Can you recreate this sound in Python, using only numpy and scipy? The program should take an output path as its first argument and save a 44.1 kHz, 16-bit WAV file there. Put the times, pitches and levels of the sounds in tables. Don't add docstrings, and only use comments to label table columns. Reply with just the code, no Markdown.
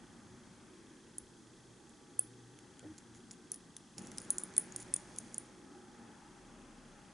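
import sys
import numpy as np
from scipy import signal
from scipy.fft import rfft, irfft, next_fast_len
from scipy.io import wavfile
from scipy.ndimage import uniform_filter1d

SR = 44100
rng = np.random.default_rng(int(sys.argv[2]) if len(sys.argv) > 2 else 0)


def waveform_to_disk(signal):
    frames = np.transpose(np.atleast_2d(signal))
    scaled = np.clip(frames, -1, 1) * 32767
    samples = np.round(scaled).astype(np.int16)
    wavfile.write(sys.argv[1], SR, samples)


N = 314433


def undb(db):
    return 10 ** (np.asarray(db) / 20)


def curves(rows):
    s, *columns = np.transpose(rows)
    return [np.interp(np.arange(N) / SR, s, c) for c in columns]


def on_log(hz, points):
    table_hz, values = np.array(points).T
    return np.interp(np.log(hz), np.log(table_hz), values)


def walk(rate):
    k = int(SR / rate)
    held = np.repeat(rng.standard_normal(N // k + 1), k)
    return 1.64 * uniform_filter1d(uniform_filter1d(held, k), k)[:N]


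def swell(s, length, attack, release):
    t = np.arange(N) / SR - s
    return np.clip(np.minimum(t / attack, (length - t) / release), 0, 1)


def brisk_beating():
    return swell(3.972, 1.65, attack=.01, release=.35)


def ring(hz, t60, size=4096):
    t = np.arange(size) / SR
    return np.sin(2 * np.pi * hz * t) * 1000. ** (-t / t60)


def add(track, s, sound):
    i = int(s * SR)
    track[..., i:i + sound.shape[-1]] += sound[..., :max(track.shape[-1] - i, 0)]


def unit(x):
    return x / np.sqrt(np.mean(x ** 2))


# frequency in Hz, side minus mid in dB.
NOISE_WIDTH = [(25, -18), (60, -16), (110, -13.5), (190, -14), (350, -13), (630, -13), (1130, -9.5),
               (2020, -11.5), (3640, -7.5), (6540, -10.5), (11800, -8.5)]
# frequency in Hz, left minus right in dB.
NOISE_BALANCE = [(60, 0.5), (110, -2.5), (190, 2), (350, -1.5), (630, -2), (1130, 3), (2020, -1.5),
                 (3640, 2), (6540, -1), (11800, 0.0)]


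def noise(spectrum, lo_hz, hi_hz):
    size = next_fast_len(N)
    hz = np.maximum(np.arange(size // 2 + 1) * SR / size, 1)
    shape = undb(on_log(hz, spectrum)) * (hz >= lo_hz) * (hz < hi_hz)
    mid, side = rfft(rng.standard_normal((2, size))) * shape
    side = side * undb(on_log(hz, NOISE_WIDTH))
    balance = undb(np.outer([.5, -.5], on_log(hz, NOISE_BALANCE)))
    return irfft(np.array([mid + side, mid - side]) * balance, size)[:, :N]


# frequency in Hz, density in dB per Hz.
ROOM_COLOUR = [(12, -43), (20, -11.5), (85, -9), (119, -5), (150, -5), (192, -2.5), (218, -1), (361, -3.5),
               (401, -8.5), (752, -15), (801, -9.5), (1070, -15.5), (1500, -14), (2280, -20.5),
               (3000, -24.5), (3900, -64.5), (6600, -120)]


def room_bands():
    edges = 20 * 2 ** (np.arange(23) / 3)
    return [noise(ROOM_COLOUR, a, b) * undb(walk(3.965)) for a, b in zip(edges, edges[1:])]


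# centre in Hz, half width in Hz, mean level in dB against the rumble.
ROOM_RESONANCES = [(187, 18, -14), (233.4, 28, -10), (317.6, 33, -13), (365.6, 34, -10)]


def resonances(upper_db):
    out = np.zeros((2, N))
    for hz, width, db in ROOM_RESONANCES:
        peak = [(hz - width, -15), (hz, 0), (hz + width, -15)]
        level_db = db + upper_db * (hz > 254) + 2.8 * walk(4.52)
        out = out + undb(level_db) * unit(noise(peak, hz - width, hz + width))
    return out


# frequency in Hz, density in dB per Hz.
HISS_COLOUR = [(1180, -6), (1950, -4.5), (2180, -21), (2940, -13), (3320, -3), (3640, -6), (6580, -3),
               (7330, -5.5), (10600, -7.5), (11000, -10), (14300, -42), (22000, -120)]
HISS_DB, BRISK_HISS_DB = -67.5, 3.5
THIN_HISS_HZ, THIN_HISS_DB = 6290, -14.5


def hiss():
    broad = unit(noise(HISS_COLOUR, 1500, 20000))
    flat = [(1, 0), (2, 0)]
    streak = unit(noise(flat, THIN_HISS_HZ - 120, THIN_HISS_HZ + 120))
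    level_db = HISS_DB + BRISK_HISS_DB * brisk_beating()
    return undb(level_db) * (broad + undb(THIN_HISS_DB) * streak)


# time in seconds, rumble level in dB,
# boost of its 254-508 Hz part in dB, boost of its part under 80 Hz in dB, mid range level in dB,
# mean drone level in dB, left minus right in dB.
ROOM_COURSE = [(0.0, -58, -3, 0.1, -66, -88, -0.16), (.7, -60, -0.5, -1.5, -67, -85, 1.2),
               (1.2, -61, 0, 2, -68.5, -89, 0.62), (1.8, -62.5, 2.5, 0.1, -68, -79, -0.68),
               (2.4, -62.5, 3.5, 0, -69, -74.5, 1.2), (2.75, -61, 0.1, -1, -67.5, -76, 2.1),
               (3.2, -61, 0.4, -0.2, -67.5, -79, 0.78), (3.96, -63, 0.5, 1.5, -69, -86, 0.41),
               (3.98, -53.5, 0.7, -4, -62, -68, 0.0099), (4.3, -58, 1.9, -0.5, -61.5, -75, .3),
               (5.0, -57, -1.5, 4.5, -62, -72, -0.57), (5.56, -60.5, 2, 0.4, -65, -71.5, -.1),
               (5.7, -58, 0.2, -3, -66, -63.5, .1), (5.88, -60, -0.7, 0.1, -66, -66.5, 0.31),
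               (6.06, -58.5, 1.5, -0.5, -63.5, -65.5, 1.2), (6.25, -61.5, 0, 0.8, -64, -69, 1.4),
               (6.6, -59.5, 0, 1, -64, -72.5, 1.4), (7.13, -60.5, -3, -3, -65, -70.5, 1.5)]
# frequency in Hz, density in dB per Hz.
DRONE_COLOUR = [(700, -21), (785, -6.5), (820, 3), (860, -5), (925, -12.5), (990, -23.5), (1200, -22),
                (1290, -6), (1380, -24.5), (1700, -15), (2000, -26.5)]
SLOSH_DB, DRONE_FLICKER_DB = 2, 1.5


def background():
    rumble_db, upper_db, deep_db, mid_db, drone_db, pan_db = curves(ROOM_COURSE)
    bands = room_bands()
    deep = undb(deep_db) * sum(bands[:6])
    upper = undb(upper_db) * sum(bands[11:14])
    rumble = unit(deep + sum(bands[6:11]) + upper)
    slosh = undb(SLOSH_DB * brisk_beating()) * sum(bands[19:])
    mids = unit(sum(bands[14:19]) + slosh)
    drone = unit(noise(DRONE_COLOUR, 600, 2100)) * undb(DRONE_FLICKER_DB * walk(14))
    room = undb(rumble_db) * (rumble + resonances(upper_db))
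    room = room + undb(mid_db) * mids + undb(drone_db) * drone
    return room * undb(np.array([pan_db, -pan_db]) / 2) + hiss()


# start in seconds, length in seconds, added level in dB.
HUM_RISES = [(0.287, 0.11, -60), (1.178, 0.6, -69), (2.114, 0.61, -66.5), (2.75, 0.22, -72),
             (3.036, 0.37, -72), (3.9, 0.45, -72), (4.636, 0.99, -72.5), (6.249, 0.35, -76)]
HUM_HZ, HUM_DB, HUM_FADE_S, HUM_FLICKER_DB = 120.3, -80.5, 0.088, 1.5


def wavering_hum():
    t = np.arange(N) / SR
    size = undb(HUM_DB)
    for s, length, db in HUM_RISES:
        size = size + undb(db) * swell(s, length, HUM_FADE_S, HUM_FADE_S)
    flicker = undb(HUM_FLICKER_DB * walk(14))
    return np.sqrt(2) * size * flicker * np.sin(2 * np.pi * HUM_HZ * t + .9 * walk(18))


# frequency in Hz, mean peak level in dB.
WHINE_LINES = [(60, -83), (1029, -85.5), (1157, -81.5), (1286, -85.5), (1543, -81.5)]


def whine():
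    t = np.arange(N) / SR
    return sum(undb(db + 1.5 * walk(2.7)) * np.sin(2 * np.pi * hz * t + walk(6.6)) for hz, db in WHINE_LINES)


# frequency in Hz, density in dB per Hz.
BUMP_TONE = [(80, -5), (130, 1), (300, 2), (550, -2), (900, -13)]


def bump():
    return undb(-54) * swell(2.824, .075, attack=.008, release=.045) * unit(noise(BUMP_TONE, 73, 920))


def tone(s, length, attack, release, db, hz, glide):
    t = np.arange(N) / SR - s
    size = np.sqrt(2) * undb(db) * swell(s, length, attack, release)
    return size, 2 * np.pi * (hz + glide * t / 2) * t


def short_hum():
    size, phase = tone(2.849, .089, attack=.005, release=.018, db=-50, hz=310, glide=27)
    main = undb(walk(81)) * np.sin(phase + .4 * walk(45))
    return size * (main + 0.26 * np.sin(phase / 3 + .6 * walk(30)))


def deep_hum():
    size, phase = tone(6.2, .87, attack=.3, release=.12, db=-67, hz=37, glide=-10)
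    return size * np.sin(phase + .6 * walk(19))


# frequency in Hz, t60 in seconds, level in dB on even steps, level in dB on odd steps.
DRIVE_MODES = [(2635, .022, -63, -73), (3185, .03, -66, -61.5), (3365, .022, -59, -63)]
# first step in seconds, end in seconds.
DRIVE_SPELLS = [(.0005, 3.97), (4.014, 7.13)]
DRIVE_STEP_S, DRIVE_SCATTER_DB = 1.001 / 30, 1.2


def drive():
    out = np.zeros(N)
    soft = 1 - np.exp(-np.arange(2048) / SR / 0.001)
    forth = soft * sum(undb(even_db) * ring(hz, t60, 2048) for hz, t60, even_db, odd_db in DRIVE_MODES)
    back = -soft * sum(undb(odd_db) * ring(hz, t60, 2048) for hz, t60, even_db, odd_db in DRIVE_MODES)
    scatter_db = DRIVE_SCATTER_DB * rng.standard_normal((2, 200))
    for (first, end), scatter in zip(DRIVE_SPELLS, scatter_db):
        for k, s in enumerate(np.arange(first, end, DRIVE_STEP_S)):
            add(out, s, undb(scatter[k]) * (back if k % 2 else forth))
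    return out


# multiple of the main ring, nominal level in dB, share of the ring's t60.
CUP_MODES = [(.79, -19.5, 0.31), (.905, -13, 0.43), (1, -3.5, 1), (1.04, -17, 0.39), (1.115, -17, 0.7)]
RING_T60_S, CHOKE_POWER, CUP_RISE_S = 0.025, 1.8, 0.0004
MODE_SCATTER, MODE_SCATTER_DB = 0.016, 3.0
CONTACT_S = 0.0003


def cup_ring(cup_hz, held_ms, grit):
    t = np.arange(1024) / SR
    out = np.zeros(1024)
    for i, (multiple, db, share) in enumerate(CUP_MODES):
        is_side = multiple != 1
        sign = -1 if multiple > 1 else 1
        level_db = db + MODE_SCATTER_DB * is_side * grit[i + 8]
        hz = (multiple + MODE_SCATTER * is_side * grit[i + 16]) * cup_hz
        out = out + sign * undb(level_db) * ring(hz, share * RING_T60_S, size=1024)
    choke = np.exp(-(1000 * t / held_ms) ** CHOKE_POWER)
    return np.minimum(t / CUP_RISE_S, 1) * out * choke


CUP_SETTLES_HZ, SETTLE_SHARE = 9600, .5
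LINGER_T60_S, LINGER_SPLIT_HZ = 0.062, 59


def lingering_ring(cup_hz, grit):
    free_hz = cup_hz + SETTLE_SHARE * (CUP_SETTLES_HZ - cup_hz)
    split_hz = LINGER_SPLIT_HZ * (0.99 + grit[1])
    pair = ring(free_hz, LINGER_T60_S) + .45 * ring(free_hz + split_hz, LINGER_T60_S)
    return pair * (1 - np.exp(-np.arange(4096) / SR / 0.0017))


KNOCK_T60_S, THUD_T60_S, RATTLE_S = 0.0074, 0.015, 0.0015
STICK_HZ, STICK_DB = 7080, -8
CRACK_DB, CRACK_LOW_HZ = -2.5, 5870
SNAP_HZ, SNAP_DB = (1100, 4600), 6


def stick_blow(knock_hz, knock_db, thud_hz, thud_db, grit):
    t = np.arange(1024) / SR
    edge = signal.butter(5, CRACK_LOW_HZ, "high", fs=SR, output="sos")
    body = signal.butter(2, SNAP_HZ, "band", fs=SR, output="sos")
    rise = np.sin(np.pi / 2 * np.minimum(t / CONTACT_S, 1)) ** 2
    rattle = np.pad(grit, (0, 896)) * np.exp(-t / RATTLE_S)
    bending = undb(STICK_DB) * ring(STICK_HZ * (1 + 0.085 * grit[2]), KNOCK_T60_S, size=1024)
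    knock = rise * (0.82 * ring(knock_hz, KNOCK_T60_S, size=1024) + bending)
    knock = knock + undb(CRACK_DB) * signal.sosfilt(edge, rattle)
    thud = 0.58 * rise * ring(thud_hz, THUD_T60_S, size=1024)
    thud = thud + undb(SNAP_DB) * signal.sosfilt(body, rattle)
    return undb(knock_db) * knock + undb(thud_db) * thud


# start in seconds, nominal cup level in dB, cup ring in Hz, choke time in milliseconds,
# lingering ring in dB against the cup, stick knock in Hz, nominal knock level in dB, dull thud in Hz,
# nominal thud level in dB.
TAP_BLOWS = [(1.183, -24, 9940, 4.9, -29, 6370, -40.5, 3430, -68),
             (1.8944, -52, 9800, 1.1, -26, 7380, -52, 1910, -75),
             (2.1927, -9.5, 9920, 4.6, -30.5, 6350, -38, 3210, -54.5),
             (2.5891, -45, 10390, 1.1, -26, 6830, -51, 3350, -54),
             (2.794, -44, 9400, 1.1, -26, 6980, -42.5, 3230, -49.5),
             (2.9806, -49, 9630, 2.3, -26, 6500, -42.5, 4370, -52),
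             (3.149, -66, 9890, 1.3, -28, 6370, -54, 2100, -52),
             (3.3109, -48, 9860, 1.3, -26, 5680, -37, 2060, -51),
             (3.3143, -40, 9580, 3, -26, 6940, -35.5, 3550, -50),
             (3.5178, -21, 9880, 5.5, -24, 6160, -31.5, 3730, -64),
             (3.5425, -34.5, 9920, 4.5, -32, 5700, -37.5, 4350, -48),
             (3.559, -38, 9900, 9, -15, 7000, -58, 3190, -64),
             (3.7663, -34.5, 9680, 10, -22, 6320, -34.5, 3460, -46),
             (3.9819, -34, 9760, 2.6, -21, 5500, -29.5, 4690, -47),
             (4.0208, -47, 9610, 3.7, -26, 6180, -54, 1910, -70),
             (4.0498, -62, 9540, 3, -26, 6970, -50, 1910, -66),
             (4.0608, -49, 9870, 1.3, -26, 7460, -49, 2490, -65),
             (4.071, -42, 9770, 1.3, -26, 5730, -39.5, 3380, -55),
             (4.1166, -41, 10480, 2.2, -26, 6300, -35.5, 2050, -46),
             (4.175, -47, 9690, 5, -26, 6240, -37, 2450, -50),
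             (4.183, -24.5, 9500, 2.4, -36, 5100, -29, 3990, -43),
             (4.202, -46, 9730, 5, -26, 6990, -40, 4690, -57.5),
             (4.2173, -34.5, 9540, 2.5, -32, 5210, -49, 2350, -59),
             (4.2493, -42.5, 9690, 2.4, -26, 7020, -51, 1910, -64),
             (4.3044, -11.5, 9920, 7.1, -24, 6430, -27.5, 3990, -42.5),
             (4.383, -21.5, 9480, 4, -28.5, 7040, -22.5, 4270, -46.5),
             (4.3959, -38.5, 9520, 2.6, -27, 7030, -48.5, 4060, -53.5),
             (4.4359, -21.5, 9740, 3, -30.5, 7360, -42, 3520, -49),
             (4.539, -53, 9670, 2.2, -26.5, 7280, -46.5, 3330, -56),
             (4.566, -27.5, 9390, 4, -25, 7500, -27, 3430, -43.5),
             (4.5798, -5.5, 9730, 3.5, -28.5, 6960, -31, 2000, -40),
             (4.7227, -66, 9900, 2.6, -26, 6750, -34.5, 2730, -55),
             (4.7619, -22.5, 9500, 3.6, -34, 6640, -30, 3330, -51),
             (4.7906, -48, 9940, 2.2, -26, 6330, -45, 1910, -63),
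             (4.8007, -44, 9570, 6, -26, 6990, -40, 2020, -49.5),
             (4.804, -45, 9740, 6, -26, 7500, -39, 3330, -55),
             (4.829, -51, 9600, 2.8, -26, 6770, -43, 4690, -55),
             (4.9395, -12, 9450, 4.2, -38, 7390, -21.5, 3530, -41.5),
             (4.963, -21.5, 9370, 3, -30, 6800, -31, 3450, -49),
             (4.967, -45, 9200, 2.9, -26, 5350, -46, 3440, -46),
             (5.162, -39, 10100, 2.2, -24, 6600, -46, 3390, -50),
             (5.1855, -24, 9600, 4.5, -30, 6500, -28.5, 2630, -54),
             (5.344, -28, 9300, 2.2, -28, 6780, -28.5, 2090, -62),
             (5.3813, -20, 9570, 3.1, -33, 7100, -33.5, 3310, -55)]
SMALL_CUP_HZ = 6500
STICK_PAN_DB, STICK_PAN_SCATTER_DB = -1, 7
LINGER_FLUTTER_DB, LINGER_FLUTTER_RATE = 2.5, 280


def taps():
    cup, lingering, sticks = np.zeros(N), np.zeros(N), np.zeros((2, N))
    chance = rng.uniform(-1, 1, (len(TAP_BLOWS), 128))
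    small = signal.butter(4, SMALL_CUP_HZ, "high", fs=SR, output="sos")
    for row, grit in zip(TAP_BLOWS, chance):
        s, db, cup_hz, held_ms, linger_db, knock_hz, knock_db, thud_hz, thud_db = row
        add(cup, s, undb(db) * signal.sosfilt(small, cup_ring(cup_hz, held_ms, grit)))
        add(lingering, s, undb(db + linger_db) * lingering_ring(cup_hz, grit))
        pan_db = STICK_PAN_DB + STICK_PAN_SCATTER_DB * grit[0]
        pan = undb(pan_db * np.array([[.5], [-.5]]))
        add(sticks, s, pan * stick_blow(knock_hz, knock_db, thud_hz, thud_db, grit))
    flutter = undb(LINGER_FLUTTER_DB * walk(LINGER_FLUTTER_RATE))
    return cup + lingering * flutter, sticks


PORT_LAG_S = 3.5e-6


def close_by(x):
    side = np.gradient(x) * SR * PORT_LAG_S / 2
    return np.array([x - side, x + side])


# level in dB, t60 in seconds.
WALL_ECHOES = [(-22, 0.1), (-27.5, 0.23)]
COUNTER_ECHO_S, COUNTER_ECHO_DB = .0038, -24


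def walls(x):
    t = np.arange(int(.4 * SR)) / SR
    hits = (rng.random((3, len(t))) < .02 + 4 * t) * (t > .006)
    echoes = rng.standard_normal((3, len(t))) * hits
    echoes = echoes[0] + 0.28 * echoes[1:]
    tail = np.zeros((2, len(t)))
    for db, t60 in WALL_ECHOES:
        part = echoes * 1000. ** (-t / t60)
        tail = tail + undb(db) * part / np.sqrt(np.sum(part ** 2) / 2)
    tail[:, int(COUNTER_ECHO_S * SR)] = undb(COUNTER_ECHO_DB)
    return signal.fftconvolve(x[None], tail, axes=1)[:, :N]


# start in seconds, length in seconds, nominal level in dB,
# share of the cup ring from 0 to 1.
DRAGS = [(2.981, 0.01, -48, 0.33), (3.141, 0.047, -63, 0.37), (3.312, 0.032, -61, 0.4),
         (3.517, 0.042, -57, 0.85), (3.979, 0.02, -48, 0.42), (4.013, 0.071, -63, 0.5),
         (4.2, .06, -59, 0.55), (4.31, .065, -61, 0.5), (4.393, 0.034, -53, 0.6), (4.573, 0.053, -49, 0.84),
         (4.77, 0.033, -63, 0.2), (4.8, 0.033, -51.5, 0.7), (4.966, 0.049, -64, 0.16),
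         (5.172, 0.024, -52, 0.5), (5.322, 0.054, -64, 0.6)]
SCRAPE_RING_HZ, SCRAPE_WOOD_HZ, SCRAPE_RATE = 9720, 7030, 2500


def scrapes():
    struck = rng.random(N) < SCRAPE_RATE / SR
    slips = struck * undb(.4 * rng.exponential(size=N)) * rng.standard_normal(N)
    cup = unit(signal.fftconvolve(slips, ring(SCRAPE_RING_HZ, 0.0083, size=1024))[:N])
    wood = unit(signal.fftconvolve(slips, ring(SCRAPE_WOOD_HZ, 0.00396, size=1024))[:N])
    out = np.zeros(N)
    for s, length, db, share in DRAGS:
        drag = swell(s, length, attack=0.0053, release=.0078)
        out = out + undb(db) * drag * (share * cup + (1 - share) * wood)
    return out


WET_RATE, WET_HZ, WET_DB = 900, 6570, -73


def wet_ticks():
    ticks = (rng.random(N) < WET_RATE / SR) * rng.standard_normal(N)
    grain = ring(WET_HZ, 0.0024, size=256) + .6 * ring(1.42 * WET_HZ, .004, size=256)
    grain = grain * np.minimum(np.arange(256) / SR / CONTACT_S, 1)
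    return undb(WET_DB) * brisk_beating() * unit(signal.fftconvolve(ticks, grain)[:N])


def scene():
    bed = background() + wavering_hum() + whine() + bump() + short_hum() + deep_hum() + drive()
    cup, sticks = taps()
    cup = cup + scrapes() + wet_ticks()
    return bed + close_by(cup) + sticks + walls(cup + sticks.mean(axis=0))


TOP_HZ, SKIRT_HZ, SKIRT_DB = 11060, 12350, -21.5


def record(dry):
    steep = signal.firwin(401, TOP_HZ, window=("kaiser", 3), fs=SR)
    cut = signal.fftconvolve(dry, steep[None], "same", axes=1)
    leak = undb(SKIRT_DB) * (dry - cut)
    return cut + signal.sosfiltfilt(signal.butter(4, SKIRT_HZ, fs=SR, output="sos"), leak)


dry = scene()
out = record(dry)
waveform_to_disk(out)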